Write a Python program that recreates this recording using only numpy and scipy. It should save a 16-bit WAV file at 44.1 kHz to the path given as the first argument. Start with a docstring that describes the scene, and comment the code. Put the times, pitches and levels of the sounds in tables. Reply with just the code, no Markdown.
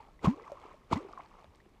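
"""A hand-held fishing clonk is struck twice through the water beside an inflatable boat.
Each stroke tears the surface with a short splash and drags down an air pocket that closes with a rising plop.
Thrown drops fall back, small bubbles ring and fizz, and the water laps faintly at the hull."""
import sys
import numpy as np
from scipy import signal
from scipy.fft import rfft, irfft, next_fast_len
from scipy.io import wavfile

SR = 44100
rng = np.random.default_rng(int(sys.argv[2]) if len(sys.argv) > 2 else 0)


def unload_wav(signal):
    """Save mono or channel-first audio to the path in sys.argv[1] as 16-bit WAV at rate SR, clipped to [-1, 1]."""
    wavfile.write(
        sys.argv[1],
        SR,
        np.round(np.clip(np.atleast_2d(signal).T, -1, 1) * 32767).astype(np.int16),
    )


N = 79380

# strokes (splash peak s, splash dB, swell s, splash hold s, slosh dB, spray dB, gurgle dB)
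STROKES = [(0.252, -41.5, 0.011, 0.0096, -30, -44, -53), (0.928, -40, 0.0083, 0.0079, -33, -46.5, -49)]
SPLASH_LEAD_S, SPLASH_FALL_S, SLOSH_LEAD_S = 0.0021, .01, 0.0028
SPRAY_LAG_S, SPRAY_SWELL_S, SPRAY_FALL_S = 0.031, 0.0087, 0.028
# air pockets (closing s, pitch Hz once settled, peak dB, hold s, decay s, life s, ripple dB, ripple pitch ratio)
POCKETS = [(0.272, 237, -15.5, 0.0092, .018, 0.071, -26, 3.9), (0.958, 302.5, -29.5, 0.016, 0.012, 0.054, -11, 3.9)]
SETTLE_S, POCKET_RISE, POCKET_ATTACK_S = 0.027, .26, 0.00036
# heaves of displaced water (s, pitch Hz, peak dB, decay s)
HEAVES = [(0.254, 85, -25, 0.0061), (0.9299, 88, -29.5, 0.014), (1.478, 74, -47, .018)]
# ringing bubbles, plus a few short sharp rings that give each splash its slap (s, pitch Hz, peak dB, attack s,
# decay s, glide octaves per s)
BUBBLES = [(.003, 912, -43.5, 0.0013, 0.0079, 5), (0.191, 1930, -56, 0.0019, 0.0053, 12), (.438, 2000, -51, 0.00054, 0.0045, 7),
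           (.2435, 890, -27, .001, 0.0067, -6.5), (.2438, 242, -21, 0.0011, 0.0055, -12), (.256, 1078, -21.5, 0.0013, 0.0055, 1.5),
           (.271, 1047, -24.5, 0.00033, 0.0047, 3.5), (.334, 1018, -43, 0.0014, 0.0078, 10), (.378, 442, -46, 0.0079, 0.011, -1.5), (.415, 474, -46.5, 0.0023, .012, 1.5),
           (.397, 1050, -40.5, 0.00055, 0.003, 6), (.4635, 1117, -46.5, 0.0021, 0.0089, 18), (.478, 1046, -40, .002, 0.0027, -4),
           (.4985, 706, -44, 0.00046, 0.0095, -7.5), (.5188, 590, -33.5, 0.00062, 0.0095, -6), (.570, 1175, -44.5, 0.0031, 0.0079, -20.5),
           (.652, 398, -39.5, 0.0017, 0.0027, 30), (.714, 1113, -49, 0.0013, 0.0081, -5.5), (.740, 578, -48.5, 0.0022, 0.0071, 8),
           (.9135, 260, -28, 0.0013, 0.0044, 4), (.9285, 998, -13, 0.0022, 0.0016, -7), (.9305, 168, -18, 0.0016, 0.0027, -23),
           (.9335, 3240, -42.5, 0.0025, 0.0062, 13.5), (0.9122, 1230, -38.5, 0.0014, 0.0051, -6), (.967, 2035, -41, 0.0017, 0.0047, -1),
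           (1.012, 423, -43, 0.0035, 0.013, -2), (1.032, 360, -42.5, 0.0035, 0.0057, 11), (1.046, 400, -38, 0.0048, 0.0064, -3), (1.106, 752, -49.5, 0.005, 0.003, -18),
           (1.133, 1140, -38.5, 0.0018, 0.003, 19), (1.1755, 1123, -34.5, 0.00097, 0.0049, -13.5), (1.190, 703, -41.5, 0.0057, 0.0069, 18),
           (1.199, 876, -36.5, 0.0014, 0.0039, 72), (1.2065, 2130, -45.5, 0.00033, 0.0017, 20), (1.259, 4440, -60.5, 0.00088, 0.0016, 10), (1.314, 1090, -48.5, 0.0022, 0.0024, 5),
           (1.386, 758, -51.5, 0.0028, 0.0062, -9), (1.4435, 650, -42.5, 0.00036, 0.0017, -18), (1.602, 1790, -53.5, 0.00052, 0.0033, 24.5),
           (1.662, 360, -51.5, 0.0025, 0.004, -15)]
# drops ticking on the surface (s, peak dB, centre Hz)
TICKS = [(0.5185, -48.5, 4430), (0.521, -57.5, 9500), (0.6, -58, 5870), (1.1277, -51.5, 3570), (1.387, -55, 1090), (1.4435, -54, 3240), (1.549, -55, 2600), (1.557, -59, 5440)]
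TICK_DECAY_S = 0.0012
# colours (Hz, dB per Hz)
SPLASH = [(500, -21), (800, 10.5), (1200, -17), (1600, -14.5), (2200, -0.5), (3300, -8.5), (4500, -11.5), (5400, -17), (7000, -14.5), (9000, -27.5), (12500, -36), (15000, -60)]
SLOSH = [(60, 0.5), (200, -11.5), (330, -1), (500, -1), (750, -10.5), (1100, -7.5), (1350, -7), (1700, -23.5), (4000, -50.5)]
SPRAY = [(300, -23), (1000, 15.5), (1300, 0), (1600, -0.5), (2100, 3), (3300, -7), (5000, -12.5), (6500, -12), (9000, -29), (15000, -32)]
FALLBACK = [(150, -11), (400, 7.5), (700, 7), (1150, 9), (1350, 2.5), (1600, -15.5), (2200, -2), (4000, -17), (6500, -24.5), (9000, -30.5), (15000, -60.5)]
LAPPING = [(15, -42.5), (25, 3), (60, -2.5), (103, -8), (201, -9.5), (243, -10.5), (403, -13), (635, -21), (746, -28),
           (1620, -28), (2170, -29), (2550, -31.5), (14900, -48)]
LAPPING_DB = -62.5
GRAINS_PER_S, GRAIN_SCATTER_DB = 2500, 4
FIZZ_PER_S, FIZZ_HZ, FIZZ_SPREAD_OCT, FIZZ_CYCLES, FIZZ_GLIDE, FIZZ_SCATTER_DB, FIZZ_DB = 190, 986, 0.35, 3.1, 13, 5.5, -60
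PATTER_PER_S, PATTER_SCATTER_DB, PATTER_HZ, PATTER_DB = 160, 2.5, 5200, -83  # fixed
TOP_HZ = 15050  # fixed
SLOSH_FALL_S, SLOSH_SWELL_S = 0.018, 0.0084
# churned water (s, level dB of the falling drops and fizz)
CHURN = [(0, 3.5), (.03, -5), (.09, -9), (0.139, -14.5), (.24, -14), (.3, -2.5), (.48, 0), (.58, -2), (0.648, 4), (.73, -2.5), (.8, -13), (.88, -14.5), (.97, 3.5), (1.1, -1.5), (1.22, -1), (1.29, -8.5), (1.4, -2.5), (1.5, -12), (1.8, -17)]
FALLBACK_DB = -58
POCKET_BURST_S = .003  # fixed
PING_PER_S, PING_HZ, PING_SPREAD_OCT, PING_CYCLES, PING_DB = 650, 3100, 1.1, 3.5, -71  # fixed
LOW_CUT_HZ = 72
# the burst pocket breaks up into a gurgle of mid-sized bubbles
GURGLE_PER_S, GURGLE_HZ, GURGLE_SPREAD_OCT, GURGLE_CYCLES = 260, 417, 0.42, 2.1
GURGLE_LAG_S, GURGLE_SWELL_S, GURGLE_FALL_S = 0.087, 0.019, 0.068
SPATTER_SCATTER_DB, SPATTER_PER_S, SPATTER_HZ, SPATTER_DB = 5, 1900, 5070, -66
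SPATTER_LAG_S, SPATTER_SWELL_S, SPATTER_FALL_S = 0.046, 0.0053, 0.015
POCKET_FLUTTER_DB, POCKET_FLUTTER_HZ = 1.33, 106
# hard slaps of blade and closing water (s, peak dB, centre Hz, decay s)
SLAPS = [(0.2441, -34, 2330, 0.0059), (0.2476, -38, 497, 0.0012), (0.2538, -41.5, 2620, 0.0023), (0.2697, -29.5, 527, 0.0024),
         (0.9193, -26, 466, 0.0036), (0.9275, -35, 2470, 0.005), (0.9326, -34.5, 3520, 0.0058), (0.972, -44.5, 2200, 0.0044)]


def undb(db):
    """Decibels to gain."""
    return 10 ** (np.asarray(db) / 20)


def unit(x):
    """Scale to rms 1."""
    return x / np.sqrt(np.mean(x ** 2) + 1e-20)


def colour(x, points):
    """Causal filter through (Hz, dB) points."""
    hz, db = np.array(points, float).T
    size = 2 * next_fast_len(N)
    f = np.maximum(np.arange(size // 2 + 1) * SR / size, 1)
    cep = irfft(np.log(undb(np.interp(np.log(f), np.log(hz), db))))
    cep[1:size // 2] *= 2
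    cep[size // 2 + 1:] = 0
    return irfft(rfft(x, size) * np.exp(rfft(cep)))[:N]


def band(x, hz):
    """Broad resonance around a centre."""
    return signal.sosfilt(signal.butter(3, [hz / 1.6, min(hz * 1.6, SR / 2 - 1)], "band", fs=SR, output="sos"), x)  # fixed


def swell(start, rise, hold, fall):
    """Exponential rise up to the start, a hold, and an exponential fall."""
    t = np.arange(N) / SR - start
    return np.exp(np.minimum(t, 0) / rise - np.maximum(t - hold, 0) / fall)


def clicks(rate, scatter_db):
    """Randomly timed clicks of uneven size, rms 1."""
    chance, size, sign = rng.random(N), np.minimum(rng.exponential(size=N), 4), rng.choice([-1, 1], N)  # fixed
    return unit((chance < rate / SR) * undb(scatter_db * size) * sign)


def bubble(start, hz, attack, decay, glide):
    """A damped ring whose pitch glides, peak near 1."""
    out, first = np.zeros(N), int(np.clip(start * SR, 0, N - 1))
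    t = np.arange(min(int((attack + 8 * decay) * SR), N - first)) / SR  # fixed
    phase = 2 * np.pi * np.cumsum(hz * 2 ** np.clip(glide * t, -1, 1)) / SR
    out[first:first + len(t)] = np.sin(phase) * np.sin(np.pi / 2 * np.minimum(t / attack, 1)) ** 2 * np.exp(-np.maximum(t - attack, 0) / decay)
    return out


def splashes():
    """The blade shoves water aside, tears the surface, flings spray and spatter, and leaves a gurgle."""
    out = np.zeros(N)
    for at, splash_db, rise, hold, slosh_db, spray_db, gurgle_db in STROKES:
        out += undb(splash_db) * rush(SPLASH) * swell(at - SPLASH_LEAD_S, rise, hold, SPLASH_FALL_S)
        out += undb(slosh_db) * rush(SLOSH) * swell(at - SLOSH_LEAD_S, SLOSH_SWELL_S, 0, SLOSH_FALL_S)
        out += undb(spray_db) * rush(SPRAY) * swell(at + SPRAY_LAG_S, SPRAY_SWELL_S, 0, SPRAY_FALL_S)
        spatter = unit(band(clicks(SPATTER_PER_S, SPATTER_SCATTER_DB), SPATTER_HZ))
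        out += undb(SPATTER_DB) * spatter * swell(at + SPATTER_LAG_S, SPATTER_SWELL_S, 0, SPATTER_FALL_S)
        gurgle = swarm(GURGLE_PER_S, GURGLE_HZ, GURGLE_SPREAD_OCT, GURGLE_CYCLES)
        out += undb(gurgle_db) * gurgle * swell(at + GURGLE_LAG_S, GURGLE_SWELL_S, 0, GURGLE_FALL_S)
    return out


def plops():
    """Each air pocket rings with a rising pitch and a weak higher mode until it bursts, over a low heave of water."""
    out = sum(undb(db) * bubble(at, hz, 0.0053, decay, 0) for at, hz, db, decay in HEAVES)
    for at, hz, db, hold, decay, life, ripple_db, ratio in POCKETS:
        t = np.maximum(np.arange(N) / SR - at, 0)
        phase = 2 * np.pi * np.cumsum(hz * (t / SETTLE_S) ** POCKET_RISE) / SR
        envelope = np.minimum(t / POCKET_ATTACK_S, 1) * np.exp(-np.maximum(t - hold, 0) / decay - np.maximum(t - life, 0) / POCKET_BURST_S)
        flutter = undb(POCKET_FLUTTER_DB * unit(band(rng.standard_normal(N), POCKET_FLUTTER_HZ)))
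        out = out - undb(db) * flutter * envelope * (np.sin(phase) + undb(ripple_db) * np.sin(ratio * phase))
    return out


def drops():
    """The distinct bubbles, the slaps within each splash and the ticks of landing drops."""
    rings = sum(undb(db) * bubble(at, hz, attack, decay, glide) for at, hz, db, attack, decay, glide in BUBBLES)
    slaps = sum(knock(at, db, hz, decay) for at, db, hz, decay in SLAPS)
    return rings + slaps + sum(knock(at, db, hz, TICK_DECAY_S) for at, db, hz in TICKS)


def fizz():
    """Falling drops, small bubbles, pings and fine patter follow how churned the water is."""
    churn = undb(np.interp(np.arange(N) / SR, *np.array(CHURN).T))
    rain = undb(FALLBACK_DB) * rush(FALLBACK)
    bubbles = undb(FIZZ_DB) * swarm(FIZZ_PER_S, FIZZ_HZ, FIZZ_SPREAD_OCT, FIZZ_CYCLES)
    pings = undb(PING_DB) * swarm(PING_PER_S, PING_HZ, PING_SPREAD_OCT, PING_CYCLES)
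    patter = undb(PATTER_DB) * unit(band(clicks(PATTER_PER_S, PATTER_SCATTER_DB), PATTER_HZ))
    return churn * (rain + bubbles) + np.sqrt(churn) * (pings + patter)


def lapping():
    """Faint, even wash of water and air around the hull."""
    return undb(LAPPING_DB) * unit(colour(rng.standard_normal(N), LAPPING))


def rush(points):
    """Dense grains of breaking water in a given colour, rms 1."""
    return unit(colour(clicks(GRAINS_PER_S, GRAIN_SCATTER_DB) + 0.5 * rng.standard_normal(N), points))


def swarm(rate, centre_hz, spread, cycles):
    """Many tiny rising bubbles at random times, rms 1."""
    out = np.zeros(N)
    for when, pitch, size, bend in rng.random((int(rate * N / SR), 4)):
        hz = centre_hz * 2 ** (spread * (2 * pitch - 1))
        out += undb(-FIZZ_SCATTER_DB * np.log(size + 0.042)) / np.sqrt(hz) * bubble(when * N / SR, hz, 1 / hz, cycles / hz, FIZZ_GLIDE * 2 * bend)
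    return unit(out)


def knock(at, db, hz, decay):
    """A short burst of noise in a broad resonance."""
    burst = band(rng.standard_normal(N) * swell(at, .0001, 0, decay), hz)
    return undb(db) * burst / np.abs(burst).max()


def scene():
    """All the water sounds, close by in open air; the splashing carries no deep bass."""
    water = splashes() + plops() + drops() + fizz()
    return (signal.sosfilt(signal.butter(2, LOW_CUT_HZ, "high", fs=SR, output="sos"), water) + lapping())[None]


def record(dry):
    """The camera cuts the top."""
    return signal.sosfilt(signal.ellip(8, .2, 70, TOP_HZ, fs=SR, output="sos"), dry)  # fixed


dry = scene()
out = record(dry)
unload_wav(out)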